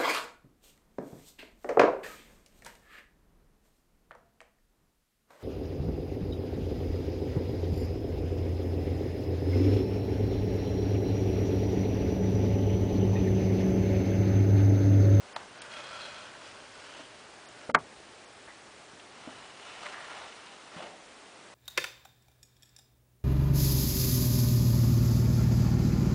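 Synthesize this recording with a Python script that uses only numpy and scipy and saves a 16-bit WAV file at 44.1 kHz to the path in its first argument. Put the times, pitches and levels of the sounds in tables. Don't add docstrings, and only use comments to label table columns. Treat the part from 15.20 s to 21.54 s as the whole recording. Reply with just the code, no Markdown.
import sys
import numpy as np
from scipy import signal
from scipy.fft import rfft, irfft, next_fast_len
from scipy.io import wavfile
from scipy.ndimage import uniform_filter1d

SR = 44100
rng = np.random.default_rng(int(sys.argv[2]) if len(sys.argv) > 2 else 0)


def voltage_ratio(decibels):
    exponent = np.asarray(decibels, float) / 20
    return 10 ** exponent


def master_out(mix):
    frames = np.transpose(np.atleast_2d(mix))
    ceiling = np.clip(frames, -1, 1)
    pcm = np.round(ceiling * 32767).astype(np.int16)
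    wavfile.write(sys.argv[1], SR, pcm)


N = 279622

# pitch_hz, width_hz, level_db
UPPER_PANELS = [(600, 37, 5), (990, 39, -15), (1356, 24, 4.5), (1505, 150, -0.5), (1900, 130, -16),
                (2490, 100, -0.5), (2900, 340, -7), (3270, 125, -0.5), (4100, 250, -10), (4740, 760, -14.5)]
# pitch_hz, width_hz, level_db
LOWER_PANELS = [(600, 33, 0), (770, 120, 4.5), (1100, 250, 0), (1380, 110, 3.5), (1860, 200, -2.5),
                (2210, 180, -7.5), (2680, 280, -3), (2930, 130, 0.5), (3470, 220, -10), (4060, 52, -3),
                (5300, 640, -25)]
# time_s, level_db
SHARP_RINGS = [(0, -13), (.505, -13), (.517, 5), (.9, 5.5), (1.1, -0.5), (1.4, -15), (2.5, -26)]
# freq_hz, level_db
RUB_SPECTRUM = [(250, -47), (450, 6.5), (1000, 11), (3000, 4.5), (6000, -2.5), (10000, -9)]

# time_s, pressure_db, load_zone (0 bottom panel, 1 front
PUSH_SHUT = [(0, -61, 0.78), (.2, -49, .7), (.3, -60, 1.0), (.42, -51, 1.1), (.505, -51, 0.92),
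             (.518, -46.5, 1.0), (.64, -47.5, 1.02), (.82, -47, 1.18), (1.1, -52, 1.1),
             (1.19, -55, 1.0), (1.27, -49.5, 1.64), (1.36, -53.5, 1.0), (1.5, -56, 1.5), (1.63, -52, 1.35),
             (1.8, -49.5, 1.2), (1.87, -59, 1.6), (2.2, -60, 1.0), (2.48, -53.5, 1.3)]
PULL_OPEN = [(3.85, -70, .8), (3.95, -61, 1.2), (4.13, -53, 1.3), (4.22, -54, 1.2), (4.32, -57, 1.4),
             (4.43, -52.5, 1.27), (4.6, -50.5, 1.3), (4.645, -46.5, 1.1), (4.69, -47, 1.05),
             (4.77, -51, 1.1), (4.95, -48.5, .9), (5.03, -48, 0.59), (5.09, -53, 1.36), (5.2, -55.5, 1.27),
         (5.47, -59.5, 1.3), (5.6, -49, 0.8), (5.69, -54.5, 1), (5.75, -63, .1)]

# pitch_hz, level_db, t60_s
CABINET_MODES = [(284, -0.5, 0.054), (391, -11.5, 0.038), (481, -1, 0.017), (650, 6, 0.025),
                 (853, 2.5, 0.026), (950, 1, 0.029), (1094, -0.5, 0.025), (1208, 6.5, 0.027),
                 (1380, 2, 0.023), (1580, -15.5, 0.033), (1650, -4.5, 0.025), (1945, 1.5, 0.021),
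                 (2110, 2, 0.023), (2370, -3, 0.025), (3050, -9, 0.056), (3100, -1, 0.022),
                 (3770, -15, 0.013), (4600, -14, .012), (5700, -31, .012)]
# start_s, level_db, centre_hz, spread_oct, ring_time_factor
RAPS = [
    (.1628, -24, 1080, 0.93, 0.73),
    (2.5464, -16.5, 484, 0.24, 1.9),
    (2.5469, -4, 1240, 0.7, 0.27),
    (2.5487, -7.5, 1280, 0.64, 0.32),
    (4.665, -33, 1800, .8, 0.64),
]
# start_s, level_db, centre_hz, spread_oct, ring_time_factor
THUDS = [(0.1616, -36, 1150, 1.4, 0.88), (1.795, -42, 400, 0.56, 0.77), (2.4935, -27, 452, 0.36, 0.77),
         (2.497, -26.5, 760, 1.24, 0.68), (2.503, -41, 504, 0.37, 0.84), (2.543, -39.5, 1500, 0.89, 0.69),
         (2.5514, -1.5, 1380, 0.4, 0.13), (2.554, -23, 1770, 0.6, 0.8), (2.558, -22, 1520, 0.15, 0.73),
         (2.563, -22.5, 830, 0.35, 1.1), (2.572, -49, 1490, 0.97, 0.53), (2.579, -32, 1290, 0.63, 1.1),
         (4.074, -40, 420, 0.92, 2.1), (4.088, -38.5, 750, 1.2, 1), (4.66, -30, 1200, 1, 0.35),
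         (4.74, -34.5, 1620, 0.35, 0.96), (4.78, -36.5, 1300, .6, 1.4)]
# start_s, level_db, centre_hz, width_hz, t60_s
TICKS = [(.162, -36, 3564, 1200, 0.027), (.418, -45, 4870, 1500, 0.026), (.418, -41.5, 8400, 2500, 0.02),
         (.419, -42, 3100, 1400, 0.038), (.78, -49.5, 4100, 540, 0.62), (1.61, -57, 3050, 550, 2.4),
         (2.288, -46.5, 6770, 500, 0.018), (3.272, -49, 1900, 300, 0.2), (3.274, -49.5, 916.7, 756, 0.13),
         (3, -59, 4300, 400, .05), (3.1, -54, 430, 150, .06), (3.796, -46.5, 2900, 1944, 0.041),
         (2.8, -48, 500, 400, 0.028), (4.2, -56, 1000, 600, 0.044), (4.44, -55, 2700, 700, 0.94),
         (4.655, -38.5, 2040, 300, .06), (4.699, -49, 1770, 500, 1), (4.98, -58, 3800, 1000, .7),
         (5.269, -45.5, 2500, 2500, 0.027), (5.562, -47, 650, 400, 0.78), (5.565, -55, 3200, 1600, 0.49)]
# start_s, level_db, pitch_hz, t60_s
BUMPS = [(1.797, -40, 280, 0.055), (2.494, -39, 245, .1), (2.55, -30, 171, 0.072), (2.559, -45, 114, 0.13),
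         (3.733, -39.5, 210, 0.026), (4.074, -29.5, 269, 0.031), (5.563, -35, 188, 0.051),
         (5.636, -47.5, 196, 0.12), (5.621, -46.5, 351, 0.16), (5.709, -53, 200, 0.054)]

# freq_hz, t60_s
ROOM_DECAY = [(100, 0.34), (500, 0.18), (1500, 0.073), (4000, 0.019), (10000, 0.12)]
# freq_hz, density_db_per_hz
HISS_SPECTRUM = [(15, -54), (25, -8), (97, -17), (190, -7), (284, -4), (355, -4), (403, -2.5), (456, -3.5),
                 (492, -4.5), (648, -3), (1040, -6), (1150, -6), (2630, -10), (9920, -19.5), (12900, -85),
                 (21800, -120)]
# time_s, level_db
RUMBLE_LEVEL = [(0.0, -69), (0.3, -67), (4.3, -70), (4.7, -76.5), (6.34, -75)]
# click_s, low_hz, high_hz, depth_db
CLICK_GAPS = [(.164, 3200, 4600, -30), (.163, 5500, 8800, -22), (.42, 6600, 10500, -45),
              (2.289, 6200, 7800, -30), (2.546, 680, 10500, -50), (3.082, 6400, 7600, -35)]


def evened(x):
    return x / np.sqrt(np.mean(x ** 2) + 1e-20)


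def read(points, hz):
    f, value = np.transpose(points)
    return np.interp(np.log(hz + 1), np.log(f + 1), value)


def add(mix, start_s, sound):
    part = mix[round(start_s * SR):][:len(sound)]
    part += sound[:len(part)]


def colour(x, gain):
    size = next_fast_len(len(x))
    return irfft(rfft(x, size) * gain(np.fft.rfftfreq(size, 1 / SR)), size)[:len(x)]


def wood_slips(size, judder_db, grit_db):
    judder = uniform_filter1d(uniform_filter1d(rng.standard_normal(N), 300), 300)
    judder = evened(judder)[:size]
    strength = voltage_ratio(grit_db * np.minimum(rng.exponential(1, N), 5))
    happens = rng.random(N) < 5000 / SR
    slips = strength * happens * rng.choice([-1, 1], N)
    return evened(slips[:size]) * voltage_ratio(judder_db * judder)


def slide(rows, panels, sharp_db, zones_db, judder_db, grit_db, rub_db):
    time_s, pressure_db, load = np.transpose(rows)
    t = np.arange(time_s[0], time_s[-1], 1 / SR)
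    slips = wood_slips(len(t), judder_db, grit_db)
    zones = np.zeros((3, len(t)))
    for hz, width_hz, db in panels:
        ring = colour(slips, lambda f: voltage_ratio(db) / (1 + 2j * (f - hz) / width_hz))
        wax_db = 1.3 * np.interp(t, np.arange(200) * 0.044, rng.standard_normal(200))
        ring = ring * voltage_ratio(wax_db)
        if hz > 1300 and width_hz < 270 and not 1500 < hz < 2200:
            ring = ring * voltage_ratio(sharp_db(t))
        zones[np.searchsorted([1150, 2200], hz)] += ring
    for k, (low_hz, high_hz) in enumerate([(0, 1150), (1150, 2200), (2200, SR)]):
        zones[k] += colour(slips, lambda f: voltage_ratio(rub_db + read(RUB_SPECTRUM, f)) * (f >= low_hz) * (f < high_hz))

    pressure_db = np.interp(t, time_s, pressure_db)
    load = np.interp(t, time_s, load)
    rubbing = np.zeros(len(t))
    for k, zone in enumerate(zones):
        distance_db = 5.0 * abs(load - k)
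        rubbing += voltage_ratio(pressure_db + zones_db[k] - distance_db) * evened(zone)
    out = np.zeros(N)
    add(out, time_s[0], rubbing)
    return out


def cabinet_blow(level_db, centre_hz, spread_oct, ring, crack_db, chance):
    t = np.arange(SR // 5) / SR
    hz, mode_db, t60_s = np.transpose(CABINET_MODES)[:, :, None]
    level_chance, tune_chance = chance

    reach_db = -6 * (np.log2(hz / centre_hz) / spread_oct) ** 2
    envelopes = voltage_ratio(mode_db + reach_db + 2 * level_chance - 60 * t / (t60_s * ring))
    tones = envelopes * np.sin(2 * np.pi * hz * (1 + 0.017 * tune_chance) * t)
    signs = (-1) ** np.arange(len(hz))[:, None]
    body = (tones * signs).sum(0)

    crack = evened(colour(rng.standard_normal(len(t)), lambda f: 1 / (1 + ((f - 3300) / 3600) ** 2)))
    crack = crack * voltage_ratio(crack_db - 60 * t / 0.011)

    def near_blow(f):
        octaves = np.log2((f + 1) / centre_hz)
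        return voltage_ratio(-6 * (octaves / (spread_oct + 0.39)) ** 2) * (f > 120)

    clatter = evened(colour(rng.standard_normal(len(t)), near_blow))
    clatter = clatter * voltage_ratio(-13.5 - 60 * t / (0.048 * ring))
    attack = np.minimum(t / 0.00049, 1)
    return voltage_ratio(level_db) * (body / abs(body).max() + crack + clatter) * attack


def blows():
    out = np.zeros(N)
    rows = [(*rap, -9.0 - 0.46 * (rap[1] + 25)) for rap in RAPS]
    rows += [(*thud, -33.5) for thud in THUDS]
    chances = rng.standard_normal((len(rows), 2, len(CABINET_MODES), 1))
    for (start_s, *blow), chance in zip(sorted(rows), chances):
        add(out, start_s, cabinet_blow(*blow, chance))
    return out


def ticks():
    out, t = np.zeros(N), np.arange(SR // 4) / SR
    for start_s, level_db, hz, width_hz, t60_s in TICKS:
        rise_s = max(0.06 * t60_s, 1e-4)
        noise = rng.standard_normal(len(t))
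        chatter = evened(colour(noise, lambda f: 1 / (1 + (2 * (f - hz) / width_hz) ** 2)))
        decay = voltage_ratio(level_db - 60 * np.maximum(t - rise_s, 0) / t60_s)
        add(out, start_s, chatter * decay * np.minimum(t / rise_s, 1))
    return out


def bumps():
    out, t = np.zeros(N), np.arange(SR // 3) / SR
    for start_s, level_db, hz, t60_s in BUMPS:
        tone = voltage_ratio(level_db - 60 * t / t60_s) * np.sin(2 * np.pi * hz * t)
        add(out, start_s, tone * np.minimum(t / 0.0031, 1))
    return out


def room(x):
    taps = np.zeros(SR // 2)
    at = np.arange(100, len(taps) - 20, 20)
    signs = rng.choice([-1., 1.], len(at))
    taps[at + rng.integers(0, 20, len(at))] = signs
    hz, t, z = signal.stft(taps, SR, nperseg=256)
    decay = voltage_ratio(-60 * t / read(ROOM_DECAY, hz)[:, None])
    tail = signal.istft(z * decay, SR, nperseg=256)[1]
    return signal.fftconvolve(x, tail / np.linalg.norm(tail))[:N]


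def air():
    hiss = evened(colour(rng.standard_normal(N), lambda f: voltage_ratio(read(HISS_SPECTRUM, f))))

    def rumble_gain(f):
        highpass = (f / 50) ** 2 / (1 + (f / 50) ** 2)
        lowpass = 1 / (1 + (f / 140) ** 4)
        lump = 1 + 0.83 / (1 + ((f - 125) / 15) ** 2)
        return highpass * lowpass * lump

    rumble = evened(colour(rng.standard_normal(N), rumble_gain))
    rumble_db = np.interp(np.arange(N) / SR, *np.transpose(RUMBLE_LEVEL))
    return voltage_ratio(-52) * hiss + voltage_ratio(rumble_db) * rumble


def scene():
    hits = blows() + bumps() + ticks()
    shut = slide(PUSH_SHUT, UPPER_PANELS, lambda t: np.interp(t, *np.transpose(SHARP_RINGS)),
                 zones_db=(1.5, -1.5, 1.5), judder_db=1.0, grit_db=0.9, rub_db=-10.5)
    pull = slide(PULL_OPEN, LOWER_PANELS, np.zeros_like,
                 zones_db=(3.5, -1.2, 3.0), judder_db=1.5, grit_db=-0.3, rub_db=-5.5)
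    return (hits + voltage_ratio(-10.5) * room(hits) + shut + pull + air())[None]


def spectral_gaps(x):
    hz, t, z = signal.stft(x, SR, nperseg=256, noverlap=192)
    gaps = []
    for click_s, low_hz, high_hz, depth_db in CLICK_GAPS:
        gaps.append((click_s - 0.029, click_s - 0.004, low_hz, high_hz, depth_db))
        if depth_db < -45:
            gaps.append((click_s + 0.010, click_s + 0.041, 5500, high_hz, depth_db / 2))
            gaps.append((click_s + 0.018, click_s + 0.041, 2500, high_hz, depth_db / 2))
    for start_s, low_hz in rng.uniform([0, 4500], [N / SR, 10000], (900, 2)):
        gaps.append((start_s, start_s + 0.007, low_hz, low_hz * 1.06, -40))
    for start_s, end_s, low_hz, high_hz, depth_db in gaps:
        bins = (hz >= low_hz) & (hz <= high_hz)
        frames = (t >= start_s) & (t <= end_s)
        z[np.ix_(bins, frames)] *= voltage_ratio(depth_db)
    return signal.istft(z, SR, nperseg=256, noverlap=192)[1][:N]


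def top_cut(x):
    return signal.sosfilt(signal.butter(12, 10070, fs=SR, output="sos"), x)


def record(dry):
    heard = 0.6 * np.tanh(dry[0] / 0.6)
    heard = colour(heard, lambda f: (f / 42) ** 4 / (1 + (f / 42) ** 4) / (1 + (f / 10120) ** 400))
    mix = spectral_gaps(heard)[None]
    return top_cut(mix)


dry = scene()
out = record(dry)
master_out(out)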